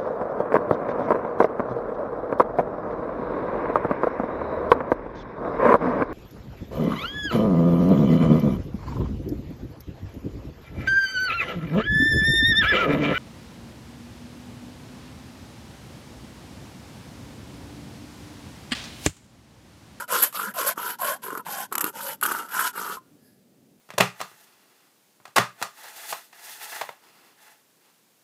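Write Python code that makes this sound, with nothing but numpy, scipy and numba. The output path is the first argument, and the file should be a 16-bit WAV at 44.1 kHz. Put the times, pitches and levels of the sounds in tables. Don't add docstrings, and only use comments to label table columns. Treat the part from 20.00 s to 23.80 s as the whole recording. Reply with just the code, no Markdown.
import sys
import numpy as np
from scipy import signal
from scipy.fft import rfft, irfft
from scipy.io import wavfile
from scipy.ndimage import uniform_filter1d
from numba import njit

SR = 44100
rng = np.random.default_rng(int(sys.argv[2]) if len(sys.argv) > 2 else 0)


def wav_record(signal):
    frames = np.transpose(np.atleast_2d(signal))
    bounded = np.clip(frames, -1, 1)
    quanta = np.round(bounded * 32767).astype(np.int16)
    wavfile.write(sys.argv[1], SR, quanta)


N = 167580


def undb(db):
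    return 10 ** (np.asarray(db) / 20)


def unit(x):
    return x / np.sqrt(np.mean(x ** 2))


def fade_60db(age_s, t60_s):
    return np.exp(-np.log(1000) * age_s / t60_s)


def walk(rate_hz):
    hold = int(SR / rate_hz)
    steps = np.repeat(rng.standard_normal(N // hold + 1), hold)
    return unit(uniform_filter1d(steps, hold)[:N])


@njit
def bandpass(x, hz, width_hz):
    y, band, low = np.empty(len(x)), 0., 0.
    for i in range(len(x)):
        g, damping = np.tan(np.pi * hz[i] / SR), width_hz / hz[i]
        v = (band + g * (x[i] + 1e-18 - low)) / (1 + g * (g + damping))
        band, low = 2 * v - band, low + 2 * g * v
        y[i] = damping * v
    return y


def ring(x, hz, width_hz, skirt):
    hz = hz * np.ones(N)
    peak = bandpass(x, hz, float(width_hz))
    return bandpass(peak, hz, float(width_hz * skirt)) * np.sqrt(SR / np.pi / width_hz)


def colour(x, points, size=2048):
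    hz, db = np.array(points, float).T
    log_hz = np.log(np.fft.rfftfreq(size, 1 / SR) + 1)
    gain = undb(np.interp(log_hz, np.log(hz), db))
    cepstrum = irfft(np.log(gain))
    cepstrum[1:size // 2] *= 2
    cepstrum[size // 2 + 1:] = 0
    impulse = irfft(np.exp(rfft(cepstrum)))
    return signal.fftconvolve(x, impulse / np.linalg.norm(impulse))[:N]


def struck(age_s, modes, tuning):
    return sum(undb(db) * np.sin(2 * np.pi * tuning * freq * age_s) * fade_60db(age_s, t60_s)
               for freq, db, t60_s in modes)


def grains(per_s=5000, spread_db=3.5, dust_gain=0.92):
    size = undb(spread_db * np.minimum(rng.exponential(size=N), 5))
    hits = (rng.random(N) < per_s / SR) * size * np.sign(rng.standard_normal(N))
    return unit(unit(hits) + dust_gain * rng.standard_normal(N))


def scraping(t):
    # start, end, rise and fall in seconds; rasp drive and its drop over the stroke in dB;
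    # wall, lid and hollow drive in dB; nominal lid pitch, wall pitch at start and at end, and
    # mid-stroke hollow pitch in Hz; the hollow's fractional rise at the turns.
    strokes = [ (-.15, .062, .04, 0.087, -32, 0, -25.5, -30, -39, 1030, 1240, 1447, 470, 0.61),
               (0.079, 0.307, 0.026, 0.14, -26.5, -10.5, -29, -32, -34, 1055, 1310, 1492, 484, 0.56),
               (0.326, 0.537, 0.026, 0.046, -38.5, 12, -31.5, -45, -45, 1018, 1165, 1568, 441, 0.86),
               (0.539, 0.745, 0.047, 0.06, -30, -4.5, -30.5, -31.5, -34, 1066, 1293, 1533, 516, 0.7),
               (0.758, 0.968, .025, 0.072, -36.5, -10.5, -31.5, -37.5, -44, 988, 1265, 1485, 414, 0.45),
               (0.986, 1.185, 0.03, 0.084, -32, -3.5, -31.5, -30, -34, 1066, 1385, 1540, 582, 0.61),
               (1.219, 1.419, 0.018, .015, -46, 12, -40, -39.5, -44, 1043, 1413, 1297, 406, 0.1),
               (1.45, 1.676, 0.014, 0.047, -37.5, -3, -39.5, -40.5, -40, 1050, 1466, 1538, 812, 0.17),
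               (1.713, 1.911, 0.3, 0.018, -38.5, -12, -27.5, -33.5, -32, 978, 1184, 1360, 313, 0.21),
               (1.928, 2.166, 0.034, 0.058, -38.5, -8.5, -41.5, -40, -41.5, 925, 1383, 1427, 543, 0.066),
               (2.216, 2.503, .02, 0.12, -37.5, 4, -30.5, -40.5, -45.5, 937, 1352, 1334, 350, 0.075),
               (2.486, 2.72, 0.071, 0.053, -31, -6.5, -26.5, -33, -47, 1023, 1400, 1430, 447, 0.03),
               (2.73, 2.998, 0.032, 0.066, -39, -0.5, -32, -44.5, -49.5, 970, 1344, 1262, 387, 0.11), ]
    # frequency in Hz, relative level in dB.
    grip_spectrum = [(30, -27), (60, -31.5), (110, -23), (190, 7), (300, 3), (500, 8), (1000, -32),
                     (4000, -64.5)]
    judder_hz, judder_db, grip_db = 55.74, 3, -50
    breakaway = 0.21
    judder_cycles = np.cumsum(judder_hz * (1 + .25 * walk(40))) / SR
    judder = np.sqrt(2) * np.sin(2 * np.pi * judder_cycles)
    patches_db, force = walk(130), grains()
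    drive, pitch_hz = np.zeros((5, N)), np.full((3, N), 1000.)
    wall_hz, lid_hz, hollow_hz = pitch_hz
    for (start_s, end_s, rise_s, fall_s, rasp_db, drop_db, wall_db, lid_db, hollow_db,
         lid0_hz, wall0_hz, wall1_hz, hollow0_hz, opening) in strokes:
        progress = np.clip((t - start_s) / (end_s - start_s), 0, 1)
        started = t >= start_s
        push = breakaway + (1 - breakaway) * np.clip((t - start_s) / rise_s, 0, 1) ** 2.34
        speed = started * push * np.clip((end_s - t) / fall_s, 0, 1) ** 1.3
        body_drive = speed * undb(patches_db + judder_db * judder)
        drive[0] += speed * undb(rasp_db + patches_db - drop_db * (progress - .5))
        drive[1:] += undb([wall_db, lid_db, hollow_db, grip_db])[:, None] * body_drive
        tilt = (2 * progress[started] - 1) ** 2
        wall_hz[started] = wall0_hz + (wall1_hz - wall0_hz) * progress[started]
        lid_hz[started] = lid0_hz * (1 - 0.081 * (tilt - .2))
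        hollow_hz[started] = hollow0_hz * (1 + opening * tilt)
    rasp, wall_force, lid_force, hollow_force, grip_force = drive * force
    # ratio to wall pitch, width in Hz, relative level in dB.
    wall_modes = [(0.922, 70.9, -9.5), (1, 62.1, -2), (1.082, 75, -9.5)]
    wall = sum(undb(db) * ring(wall_force, ratio * wall_hz, width_hz, skirt=13.4)
               for ratio, width_hz, db in wall_modes) / np.sqrt(2)
    lid = ring(lid_force, lid_hz, width_hz=59, skirt=15)
    hollow = ring(hollow_force, hollow_hz, width_hz=96, skirt=5.5)
    return wall + lid + hollow + colour(grip_force, grip_spectrum), rasp, wall_hz


def knocking(t, wall_hz, contact_s=.0008, low_cut_hz=224):
    # start in seconds, body level in dB, grit level in dB, grit decay in seconds.
    knocks = [ (.141, -12.5, -25, 0.0063), (.162, -14.5, -37, .003), (0.221, -38, -13.5, 0.019),
              (0.236, -43, -17.5, 0.0012), (0.244, -38.5, -21, 0.0021), (.397, -14.5, -38.5, .004),
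              (.591, -21, -33, 0.011), (.686, -14, -22, 0.0067), (.778, -18.5, -37, 0.0035),
              (1.266, -25, -34, 0.0026), (1.304, -19.5, -30, 0.0032), (1.328, -32, -32, 0.0014),
              (1.352, -18, -23.5, 0.00041), (1.374, -20, -28.5, .005), (1.724, -15, -22.5, 0.0058),
              (1.741, -29.5, -33.5, 0.0016), (1.753, -16.5, -15.5, .0025), (1.78, -15.5, -9.5, 0.0023),
              (1.794, -21, -25, 0.0027), (1.807, -19, -15, 0.0059), (1.817, -25, -33, 0.0037),
              (1.842, -14, -10.5, 0.0014), (1.851, -21, -27, 0.003), (1.863, -18, -28, 0.014),
              (2.006, -21.5, -38, .003), (2.212, -32.5, -25.5, 0.002), (2.227, -7.5, -20, 0.0081),
              (2.234, -17.5, -19, 0.0042), (2.253, -9.5, -25, .005), (2.26, -35, -17, 0.0045),
              (2.285, -22, -27.5, 0.0088), (2.3125, -11, -22.5, 0.0017), (2.317, -9, -23, 0.0069),
              (2.3496, -13, -35.5, 0.0017), (2.548, -17, -39.5, 0.0013), (2.593, -9, -21, 0.0046),
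              (2.611, -17, -27.5, .0036), ]
    # ratio to wall pitch, relative level in dB, T60 in seconds.
    knock_modes = [(.77, -22, .03), (.93, 0.5, 0.017), (1.07, -4, 0.029)]
    # start in seconds, level in dB.
    thuds = [(0.777, -26.5), (1.33, -24), (1.375, -27.5), (1.842, -16), (2.316, -28)]
    # frequency in Hz before tuning, relative level in dB, T60 in seconds.
    thud_modes = [(322, -2, 0.022), (416, -6, 0.02)]
    body, burst = np.zeros(N), np.zeros(N)
    age_s = t[:SR // 8]
    onset = 1 - np.exp(-age_s / contact_s)
    for start_s, body_db, grit_db, decay_s in knocks:
        span = int(start_s * SR) + np.arange(len(age_s))
        body[span] += undb(body_db) * struck(age_s, knock_modes, wall_hz[span[0]]) * onset
        grit_onset = 1 - np.exp(-age_s / (0.31 * decay_s))
        burst[span] += undb(grit_db) * np.exp(-age_s / decay_s) * grit_onset
    for start_s, db in thuds:
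        span = int(start_s * SR) + np.arange(len(age_s))
        body[span] += undb(db) * struck(age_s, thud_modes, tuning=0.95)
    low_cut = signal.butter(2, low_cut_hz, "high", fs=SR, output="sos")
    return signal.sosfilt(low_cut, body), burst * rng.standard_normal(N)


def grinding(t, rasp, grit, wall_hz):
    # frequency in Hz, relative level in dB.
    rasp_spectrum = [(100, -28.5), (250, -3.5), (800, 3), (1600, 10.5), (2100, 7), (2900, 7), (3700, 4),
                     (5900, 2.5), (9500, 8), (12000, -16.5), (16000, -12.5)]
    sizzle_spectrum = [(2000, -34.5), (7000, -17), (9800, -1), (11100, 5), (12200, 6.5), (13200, 2),
                       (14500, -13.5)]
    # time in seconds, sizzle drive against the rasp in dB.
    sizzle_levels = [(.45, 0.5), (1.05, 3), (1.7, -0.5)]
    # frequency in Hz, width in Hz, relative level in dB.
    shell_modes = [(3070, 60, -9), (4480, 170, -9), (5150, 110, -12), (7090, 40, -6), (7660, 200, -2),
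                   (8390, 60, -7), (11000, 200, 0), (11570, 80, 2)]
    # ratio to wall pitch, level in dB.
    wall_overtones = [(2.1, -17), (2.35, -23.5)]
    force = rasp + undb(-3) * grit
    sizzle_db = np.interp(t, *np.array(sizzle_levels).T)
    sizzle_force = undb(sizzle_db) * rasp + undb(3) * grit
    shell = sum(undb(db) * ring(force, hz * (1 + .012 * walk(8.3)), width_hz, skirt=28)
                for hz, width_hz, db in shell_modes)
    overtones = sum(undb(db) * ring(force, ratio * wall_hz, width_hz=63, skirt=2.8)
                    for ratio, db in wall_overtones)
    hiss = colour(force, rasp_spectrum) + colour(sizzle_force, sizzle_spectrum)
    return shifting_contact(hiss) + undb(-24) * shell + overtones


def shifting_contact(x, spread_db=2.5, rate_hz=45):
    hz = np.fft.rfftfreq(N, 1 / SR)
    half_octaves = 2 * np.log2(np.clip(hz, 1500, 12000) / 1500)
    spectrum = rfft(x)
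    bands = (irfft(spectrum * np.maximum(1 - abs(half_octaves - k), 0), N) for k in range(7))
    return sum(band * undb(spread_db * (walk(rate_hz) - .25)) for band in bands)


def rim_bite(grit):
    return undb(-6.5) * ring(grit, hz=8200, width_hz=3740, skirt=3.2)


def lift(t, start_s=2.971, lid_hz=1040):
    age_s = np.maximum(t - start_s, 0)
    return undb(-31) * np.sin(2 * np.pi * lid_hz * age_s) * fade_60db(age_s, t60_s=.085)


def hand_bumps(t):
    # centre and length in seconds, pitch in Hz, level in dB.
    bumps = [(0.489, 0.026, 203.4, -33.5), (1.48, 0.021, 179, -42), (3.137, 0.067, 293, -53)]
    out = np.zeros(N)
    for centre_s, length_s, hz, db in bumps:
        pulse = np.exp(-(2 * (t - centre_s) / length_s) ** 2)
        out += undb(db) * pulse * np.sin(2 * np.pi * hz * t + 0.17 * walk(90))
    return out


def finger_slide(t, peak_s=3.26, rise_s=.04, fall_s=.09):
    # frequency in Hz, width in Hz, relative level in dB.
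    slide_modes = [(1701, 40, -5), (4900, 300, -7), (11300, 2000, 0)]
    swell = np.exp(np.minimum((t - peak_s) / rise_s, (peak_s - t) / fall_s))
    friction = undb(-62) * swell * grains()
    return sum(undb(db) * ring(friction, hz, width_hz, skirt=29) for hz, width_hz, db in slide_modes)


def house_echo(x, t, level_db=-35, delay_s=0.0099, top_hz=3000):
    tail = rng.standard_normal(N) * fade_60db(t, t60_s=0.67) * (t > delay_s)
    tail = signal.sosfilt(signal.butter(1, top_hz, fs=SR, output="sos"), tail)
    return undb(level_db) * signal.fftconvolve(x, tail / np.linalg.norm(tail))[:N]


def outdoor_rumble(level_db=-59):
    # frequency in Hz, relative level in dB.
    rumble_spectrum = [(20, -60), (55, -27), (125, -3), (247, 1.5), (312, -4), (629, -13.5), (1000, -25.5),
                       (15000, -29)]
    return undb(level_db + walk(3.38)) * colour(rng.standard_normal(N), rumble_spectrum)


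def scene():
    t = np.arange(N) / SR
    body, rasp, wall_hz = scraping(t)
    knocks, grit = knocking(t, wall_hz)
    treble = grinding(t, rasp, grit, wall_hz) + rim_bite(grit)
    can = body + knocks + treble + lift(t) + hand_bumps(t) + finger_slide(t)
    rumble = outdoor_rumble()
    return (can + house_echo(can, t) + rumble)[None]


def record(dry):
    top_hz = 15400
    return signal.sosfilt(signal.ellip(8, .2, 70, top_hz, fs=SR, output="sos"), dry)


dry = scene()
out = record(dry)
wav_record(out)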